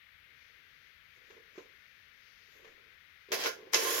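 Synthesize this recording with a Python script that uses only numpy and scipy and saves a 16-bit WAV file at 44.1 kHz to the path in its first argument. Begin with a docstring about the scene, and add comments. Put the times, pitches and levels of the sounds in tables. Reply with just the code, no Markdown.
"""An instant camera clacks and whirs, held close by in a quiet, hissy room. First fingers rub and bump
its hollow plastic case. Then the motor runs briefly between two clacks and rests while the picture is
taken. The levers snap again and the gears wind up, with a rising whine, to push the picture out.
The case rings and the small room adds a short echo."""
import sys
import numpy as np
from scipy import signal
from scipy.fft import rfft, irfft, next_fast_len
from scipy.io import wavfile
from scipy.ndimage import map_coordinates

SR = 44100
rng = np.random.default_rng(int(sys.argv[2]) if len(sys.argv) > 2 else 0)


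def put_to_file(sound):
    """Save the sound as 16-bit audio at rate SR, in the file named by the first command-line argument."""
    columns = np.atleast_2d(sound).T  # one column per channel
    safe = np.clip(columns, -1, 1)
    whole_steps = np.round(safe * 32767)
    wavfile.write(sys.argv[1], SR, whole_steps.astype(np.int16))


N = 176400
T = np.arange(N) / SR
ROOM_FADE_S = 0.24  # every "fade" here is the time to die away by 60 dB

# how fast the teeth of the fast gear meet (time [s], tooth rate [Hz])
TOOTH_RATE = [(3.73, 1250), (3.81, 1470), (3.86, 1550), (3.89, 1635), (3.93, 1725), (4.0, 1780)]
# hollow tone of the case when it is touched (frequency [Hz], level [dB])
HOLLOW_TONE = [(100, -23.5), (220, -11.5), (330, -2.5), (450, 4), (750, -14.5), (1050, -10.5),
               (1400, -22.5), (4000, -59)]


def amp(db):
    """Turn decibels into a volume factor."""
    return 10 ** (np.asarray(db) / 20)


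def unit(x):
    """Scale x to an average power of 1."""
    return x / np.sqrt(np.mean(x ** 2) + 1e-20)


def along(points, hz):
    """Read between (frequency, value) points on an octave scale."""
    f, v = np.transpose(points)
    return np.interp(np.log(hz + 1), np.log(f + 1), v)


def curve(rows, outside=None):
    """Join (time, value) points into one value per sample."""
    return np.interp(T, *np.transpose(rows), left=outside, right=outside)


def wobble(rate):
    """A smooth curve through `rate` random values a second."""
    return map_coordinates(rng.standard_normal(int(N * rate / SR) + 4), [T * rate])


def panned(db):
    """Split a left-minus-right difference into a dB change for each side."""
    return np.array([[.5], [-.5]]) * db


def hump(hz, centre_hz, octaves):
    """A broad bell shape around one frequency."""
    return np.exp(-(np.log2((hz + 1) / centre_hz) / octaves) ** 2)


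def coloured(x, gain_db):
    """Filter x by a curve of dB over frequency; only the curve's shape counts, not its height."""
    n = x.shape[-1]
    m = 2 * next_fast_len(n // 2 + 2048)
    db = gain_db(np.fft.rfftfreq(m, 1 / SR))
    cepstrum = irfft(np.log(unit(amp(db)) + 1e-6), m)
    # fold it so that the filter rings only after a sound, never before
    cepstrum[..., 1:m // 2] *= 2
    cepstrum[..., m // 2 + 1:] = 0
    return irfft(rfft(x, m) * np.exp(rfft(cepstrum)), m)[..., :n]


def noise(size, alike=None):
    """White stereo noise, alike on both sides in the bass and nearly unrelated in the treble."""
    # how alike left and right are by default (frequency [Hz], likeness [0 to 1])
    usual_alike = [(60, 0.44), (200, 1), (380, 0.74), (520, 0.079), (750, 0.018), (15000, 0.1)]
    likeness = along(alike or usual_alike, np.fft.rfftfreq(size, 1 / SR))
    turn = np.arccos(np.clip(likeness, -1, 1)) / 2
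    mid, side = irfft(rfft(rng.standard_normal((2, size))) * [np.cos(turn), np.sin(turn)], size)
    return np.array([mid + side, mid - side])


def add(out, start_s, sound):
    """Mix a sound in at its start time."""
    part = out[:, round(start_s * SR):][:, :sound.shape[-1]]
    part += sound[..., :part.shape[-1]]


def hiss():
    """Faint room rumble and microphone hiss, stronger on the left, where the treble swells and sinks."""
    # tone of the steady rumble and hiss (frequency [Hz], level [dB])
    steady_tone = [(15, -38.5), (25, -12.5), (80, -5.5), (284, -20), (342, -27.5), (527, -18), (654, -23.5),
                   (981, -20), (1150, -13), (1360, -8), (1470, -5), (2090, 0), (2810, -7.5), (3580, -10),
                   (6310, -32.5), (8970, -39), (12400, -25), (15800, -29.5)]
    # which way it leans (frequency [Hz], left minus right [dB])
    balance = [(60, 5), (200, 5), (400, -4.5), (560, 0), (750, 1), (1000, 7), (1300, 23.5), (2400, 25.5),
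               (4400, 16.5), (6300, -1.5), (8100, 1.5), (12000, -1), (15000, -0.5)]
    # how alike its two sides are (frequency [Hz], likeness [0 to 1])
    alike = [(60, 0.63), (300, 0.25), (640, 0.01)]
    # swell of the extra treble on the left (time [s], level [dB])
    treble_level = [(0, -77), (.33, -74), (.42, -66), (.6, -72.5), (.85, -68), (1.0, -74), (1.15, -70.5),
                    (1.7, -70.5), (1.9, -69.5), (2.12, -70.5), (2.27, -64), (2.52, -65), (2.6, -72.5),
                    (2.9, -73), (3.1, -72.5), (3.3, -69)]
    # tone of that treble (frequency [Hz], level [dB])
    treble_tone = [(1000, -15), (3000, -3), (4500, 4.5), (6500, -2), (7500, -35), (9000, -24.5),
                   (12000, -11.5), (16000, -21)]

    def tone(hz):
        sides = amp(panned(along(balance, hz)))
        return along(steady_tone, hz) + 20 * np.log10(sides / np.linalg.norm(sides, axis=0))
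    out = amp(-59.5) * coloured(noise(N, alike), tone)
    treble = rng.standard_normal(N) * amp(curve(treble_level))
    out[0] += coloured(treble, lambda hz: along(treble_tone, hz))
    return out


def room():
    """The small room's echo: a burst of noise that dies away quickly."""
    t = np.arange(SR // 2) / SR
    echo = noise(len(t)) * amp(-60 * t / ROOM_FADE_S) * (1 - np.exp(-t / 0.001))
    return unit(echo) / np.sqrt(len(t))


def case(hz):
    """The plastic case rings at certain pitches; gives the boost in dB for each side."""
    # where the case rings (frequency [Hz], width [Hz], left boost [dB], right boost [dB])
    rings = [(382, 13, 8.5, 4), (407, 23, 6, -3), (457, 27, 3, 9.5), (519, 41, -13, 11.5),
             (579, 51, -7, 8.5), (670, 65, -1, 9.5), (872, 180, 7, -9), (1046, 53, 9.5, 22.5),
             (1420, 53, 11.5, -7), (1580, 48, 4, 6.5), (1700, 170, 4.5, 10), (2055, 81, 8.5, 7),
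             (2290, 120, 0.5, 12), (2630, 31, 7, 9), (3120, 100, 4.5, 2), (3200, 77, 7, 2),
             (5390, 310, -14, 5), (6380, 140, -12, 4.5)]
    return sum(np.array([[left], [right]]) / (1 + (2 * (hz - centre) / width) ** 2)
               for centre, width, left, right in rings)


def grip():
    """Skin drags on the case, making an uneven hollow murmur and soft dry swishes."""
    # strength of the rubbing (time [s], level [dB])
    rub_level = [(0, -106), (.17, -90), (.27, -79), (.42, -88), (.55, -78), (.8, -84.5), (1.15, -88),
                 (1.18, -72.5), (1.27, -77), (1.33, -64), (1.48, -79), (1.62, -62.5), (1.8, -85.5),
                 (2.38, -84.5), (2.65, -63), (2.74, -70), (2.84, -71), (3.0, -84), (3.27, -88), (3.32, -54),
                 (3.7, -62)]
    # shifts of the grip (peak time [s], spread [s], level [dB], brightness [dB per octave])
    swishes = [(1.168, .015, -75, 2.5), (1.319, 0.045, -74, 2), (1.593, 0.037, -67, -0.5),
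               (2.559, 0.043, -71.5, 7), (2.672, .05, -69, -3), (2.918, 0.046, -76, -4)]
    # tone of a swish (frequency [Hz], level [dB])
    swish_tone = [(500, -4), (2000, 5), (4000, 0), (6500, 9), (7600, -4), (9000, -27), (13000, 2),
                  (16000, -36)]
    rub = noise(N) * amp(curve(rub_level) + 2.1 * wobble(60))
    out = coloured(rub, lambda hz: along(HOLLOW_TONE, hz) + 0.35 * case(hz) + panned(-5))
    t = np.arange(SR) / SR - .5
    for peak_s, spread_s, db, tilt in swishes:
        stroke = noise(SR) * amp(db + panned(-4.5)) * np.exp(-(t / spread_s) ** 2 / 2)
        add(out, peak_s - .5, coloured(stroke, lambda hz: along(swish_tone, hz) + tilt * np.log2(hz + 1)))
    return out


def bumps():
    """Fingers knock the hollow case: each bump is a low thud, its echo and a soft scuffing tick."""
    # finger bumps (time [s], level [dB], pitch [Hz], tick boost [dB], left minus right [dB])
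    knocks = [(1.302, -51, 410, -0.5, -7), (1.331, -64, 444, 0, -3), (1.366, -49, 443, -18, -7),
              (1.377, -51, 453, -20, -6), (1.555, -52, 410, -2, -6), (1.5783, -35.5, 372, -13.5, -2.5),
              (2.645, -51.5, 466, 0.5, -7), (2.676, -54, 453, -2, -12), (2.778, -64, 480, -10, -8),
              (2.83, -66, 480, -9, -13), (3.286, -46.5, 410, -11, -3), (3.306, -36, 394, -18, -5),
              (3.567, -54, 424, -23, -8), (3.586, -45, 424, -16, -1), (3.604, -49, 402, -7, -5),
              (3.627, -41.5, 420, -21, 0), (3.669, -41, 396, -22, -1)]
    # tone of the tick (frequency [Hz], level [dB])
    tick_tone = [(200, -24), (1000, 1), (2000, 2.5), (3200, -2.5), (6500, -14), (8500, -34), (14000, -30)]
    # which way the tick leans (frequency [Hz], left minus right [dB])
    tick_balance = [(700, 9), (2000, 9.5), (5500, 5.5)]
    thud_rise_s, thud_fade_s = 0.0045, 0.034
    tick_rise_s, tick_fade_s = 0.0023, 0.098
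    out, t = np.zeros((2, N)), np.arange(SR // 2) / SR
    for start_s, db, pitch, tick_db, side_db in knocks:
        thud = 2 * np.sin(2 * np.pi * pitch * t) * amp(-60 * t / thud_fade_s)
        thud *= 1 - np.exp(-t / thud_rise_s)
        echo = noise(len(t)) * amp(-14 - 60 * t / ROOM_FADE_S)
        echo = coloured(echo, lambda hz: along(HOLLOW_TONE, hz) + 0.31 * case(hz))
        scuff = noise(len(t)) * amp(tick_db - 60 * t / tick_fade_s) * (1 - np.exp(-t / tick_rise_s))
        tick = coloured(scuff, lambda hz: along(tick_tone, hz) + panned(along(tick_balance, hz)))
        add(out, start_s, amp(db) * ((thud + echo) * amp(panned(side_db)) + tick))
    return out


def gears(effort, tone, ring):
    """Gear teeth chatter with uneven strength and shake the case; `ring` sets how much it rings."""
    # which way the chatter leans (frequency [Hz], left minus right [dB])
    balance = [(100, -3), (380, -1), (600, -2.5), (1300, 1.5), (2400, 2.5), (4400, -2), (8000, -1.5),
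               (15000, -5.5)]
    teeth_passed = np.cumsum(curve(TOOTH_RATE)) / SR
    strength = np.exp(0.16 * rng.standard_normal(N))[teeth_passed.astype(int)]
    pulses = unit(strength * np.exp(-1.5 * (teeth_passed % 1)))  # one fading pulse per tooth
    chatter = pulses * noise(N) * amp(curve(effort, outside=-np.inf))
    return coloured(chatter, lambda hz: along(tone, hz) + ring * case(hz) + panned(along(balance, hz)))


def whine(tooth_hz):
    """Two loose gear stages sing blurred tones; each swells as it passes a pitch where the case rings."""
    # gear tones (multiple of the slow gear's tooth rate, level [dB], blur [Hz])
    gear_tones = [(1, -59, 25), (2, -51, 27), (3, -56, 40), (6, -38, 45), (9, -51, 180), (12, -38, 300),
                  (18, -44, 820)]
    gear_ratio = 3
    slow_phase = 2 * np.pi * np.cumsum(tooth_hz / gear_ratio) / SR
    tones = np.zeros((2, N))
    for multiple, db, blur_hz in gear_tones:
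        flutter = np.array([wobble(blur_hz) + 1j * wobble(blur_hz) for side in range(2)]) / 2
        tones += amp(db) * np.real(flutter * np.exp(1j * multiple * slow_phase))
    return coloured(tones, lambda hz: 0.99 * case(hz))


def motor():
    """The motor turns the gears twice; the second time, a whine climbs and the rattle brightens."""
    # how hard the motor works in the short first run (time [s], level [dB])
    first_effort = [(3.318, -33), (3.335, -34), (3.375, -41.5), (3.41, -35), (3.44, -38), (3.475, -33),
                    (3.495, -48.5), (3.51, -73)]
    # tone of that run (frequency [Hz], level [dB])
    first_tone = [(59, -56), (100, -24), (420, -5), (668, -1.5), (825, -4), (1230, -9), (1960, -4),
                  (4100, -6.5), (5400, -4.5), (8230, -21.5), (11800, -21), (15500, -18)]
    # how hard it works to push the picture out (time [s], level [dB])
    eject_effort = [(3.718, -64), (3.737, -32), (3.756, -28.5), (3.78, -34.5), (3.82, -33), (3.88, -31.5),
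                    (3.94, -31.5), (4.0, -33.5)]
    # tone of that push (frequency [Hz], level [dB])
    eject_tone = [(35, -59), (60, -27.5), (226, -24), (359, -2.5), (453, -0.5), (738, -13), (1050, -9),
                  (1260, -13), (1670, -8), (4120, -11.5), (6410, -7), (8280, -19), (12000, -8.5),
                  (15500, -18.5)]
    whine_db_per_octave, sizzle_db_per_octave, echo_db = 18, 13, -5.5
    tooth_hz = curve(TOOTH_RATE)
    octaves = np.log2(tooth_hz / tooth_hz.max())  # 0 at top speed, negative when slower
    eject = gears(eject_effort, eject_tone, ring=0.64)
    sizzle = signal.sosfiltfilt(signal.butter(2, 8000, 'high', fs=SR, output='sos'), eject)
    eject += sizzle * (amp(sizzle_db_per_octave * octaves) - 1)  # slower gears sound duller
    rattle = gears(first_effort, first_tone, ring=0.34) + eject
    ejecting = T > TOOTH_RATE[0][0]
    direct = rattle + whine(tooth_hz) * amp(whine_db_per_octave * octaves + panned(-1.1)) * ejecting
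    return direct + amp(echo_db) * signal.fftconvolve(direct, room(), axes=1)[:, :N]


def snaps():
    """Each lever strike is a short crack that rings the case and dies away in the room."""
    # lever and latch strikes (time [s], level [dB], body boost [dB], clack boost [dB],
    # ping boost [dB], sizzle boost [dB], left minus right [dB])
    strikes = [(3.3193, -29.5, 11, 1, 6, 6, 12), (3.3256, -25.5, 4, 3, -1, -1, -5.5),
               (3.333, -39, 6, 5, -6, 12, 10), (3.342, -31, 15, -12, 10, 17.5, -20),
               (3.351, -50, 14, -8, -4, 8, -5), (3.4375, -31.5, -16, 7, 1, -4, 3),
               (3.444, -31.5, 6.5, 1, 1, -6, -13), (3.452, -42, 6, -8, -9, -2, -15),
               (3.459, -26.5, -0.5, 16, 2, -13, 4), (3.4621, -32.5, 10, -8, -3, 8, -5),
               (3.468, -32.5, -5, 12, -6, 1, -22), (3.478, -37.5, 10, 5, 2, 5, -18),
               (3.488, -41.5, 1, 5, 7, 4, -1), (3.7333, -23.5, -17, 1, 5, 4.5, 18),
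               (3.7421, -29, -5, -13, 1, -2.5, -8), (3.7440, -18.5, -3.5, -6, 7, -8, 2.5),
               (3.7513, -28.5, 0, -18, -5, -10, -11)]
    # tone that all strikes share (frequency [Hz], level [dB])
    snap_tone = [(60, -28), (200, -20.5), (380, 3), (600, 1), (850, -5.5), (1500, -4.5), (3000, -0.5),
                 (4300, -3.5), (6400, 1.5), (8400, -24), (11500, -9), (15500, -21)]
    # which way they lean (frequency [Hz], left minus right [dB])
    balance = [(100, -5), (400, -2.5), (650, 2.5), (1300, -2.5), (2500, 4), (5000, -5.5), (8000, -1),
               (14000, -9.5)]
    rise_s, fade_s, echo_db = 0.00044, 0.024, -10.5
    out, t = np.zeros((2, N)), np.arange(SR // 2) / SR
    crack, echo = amp(-60 * t / fade_s), amp(echo_db - 60 * t / ROOM_FADE_S)
    shape = np.hypot(crack, echo) * (1 - np.exp(-t / rise_s))
    for start_s, db, body_db, clack_db, ping_db, sizzle_db, side_db in strikes:
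        def tone(hz):
            return (along(snap_tone, hz) + case(hz) + panned(along(balance, hz) + side_db)
                    + body_db * hump(hz, 490, 0.76) + clack_db * hump(hz, 1450, 0.3)
                    + ping_db * hump(hz, 5500, 0.54) + sizzle_db * hump(hz, 11600, 0.55))
        add(out, start_s, amp(db + 4) * coloured(noise(len(t)) * shape, tone))
    return out


def scene():
    """The camera's levers and motor, and the hand that holds it, over the hiss."""
    return snaps() + motor() + bumps() + grip() + hiss()


def record(dry):
    """Cut off the very highest treble."""
    top_hz = 15850
    m = next_fast_len(N + SR // 2)
    return irfft(rfft(dry, m) * (np.fft.rfftfreq(m, 1 / SR) < top_hz), m)[:, :N]


dry = scene()
out = record(dry)
put_to_file(out)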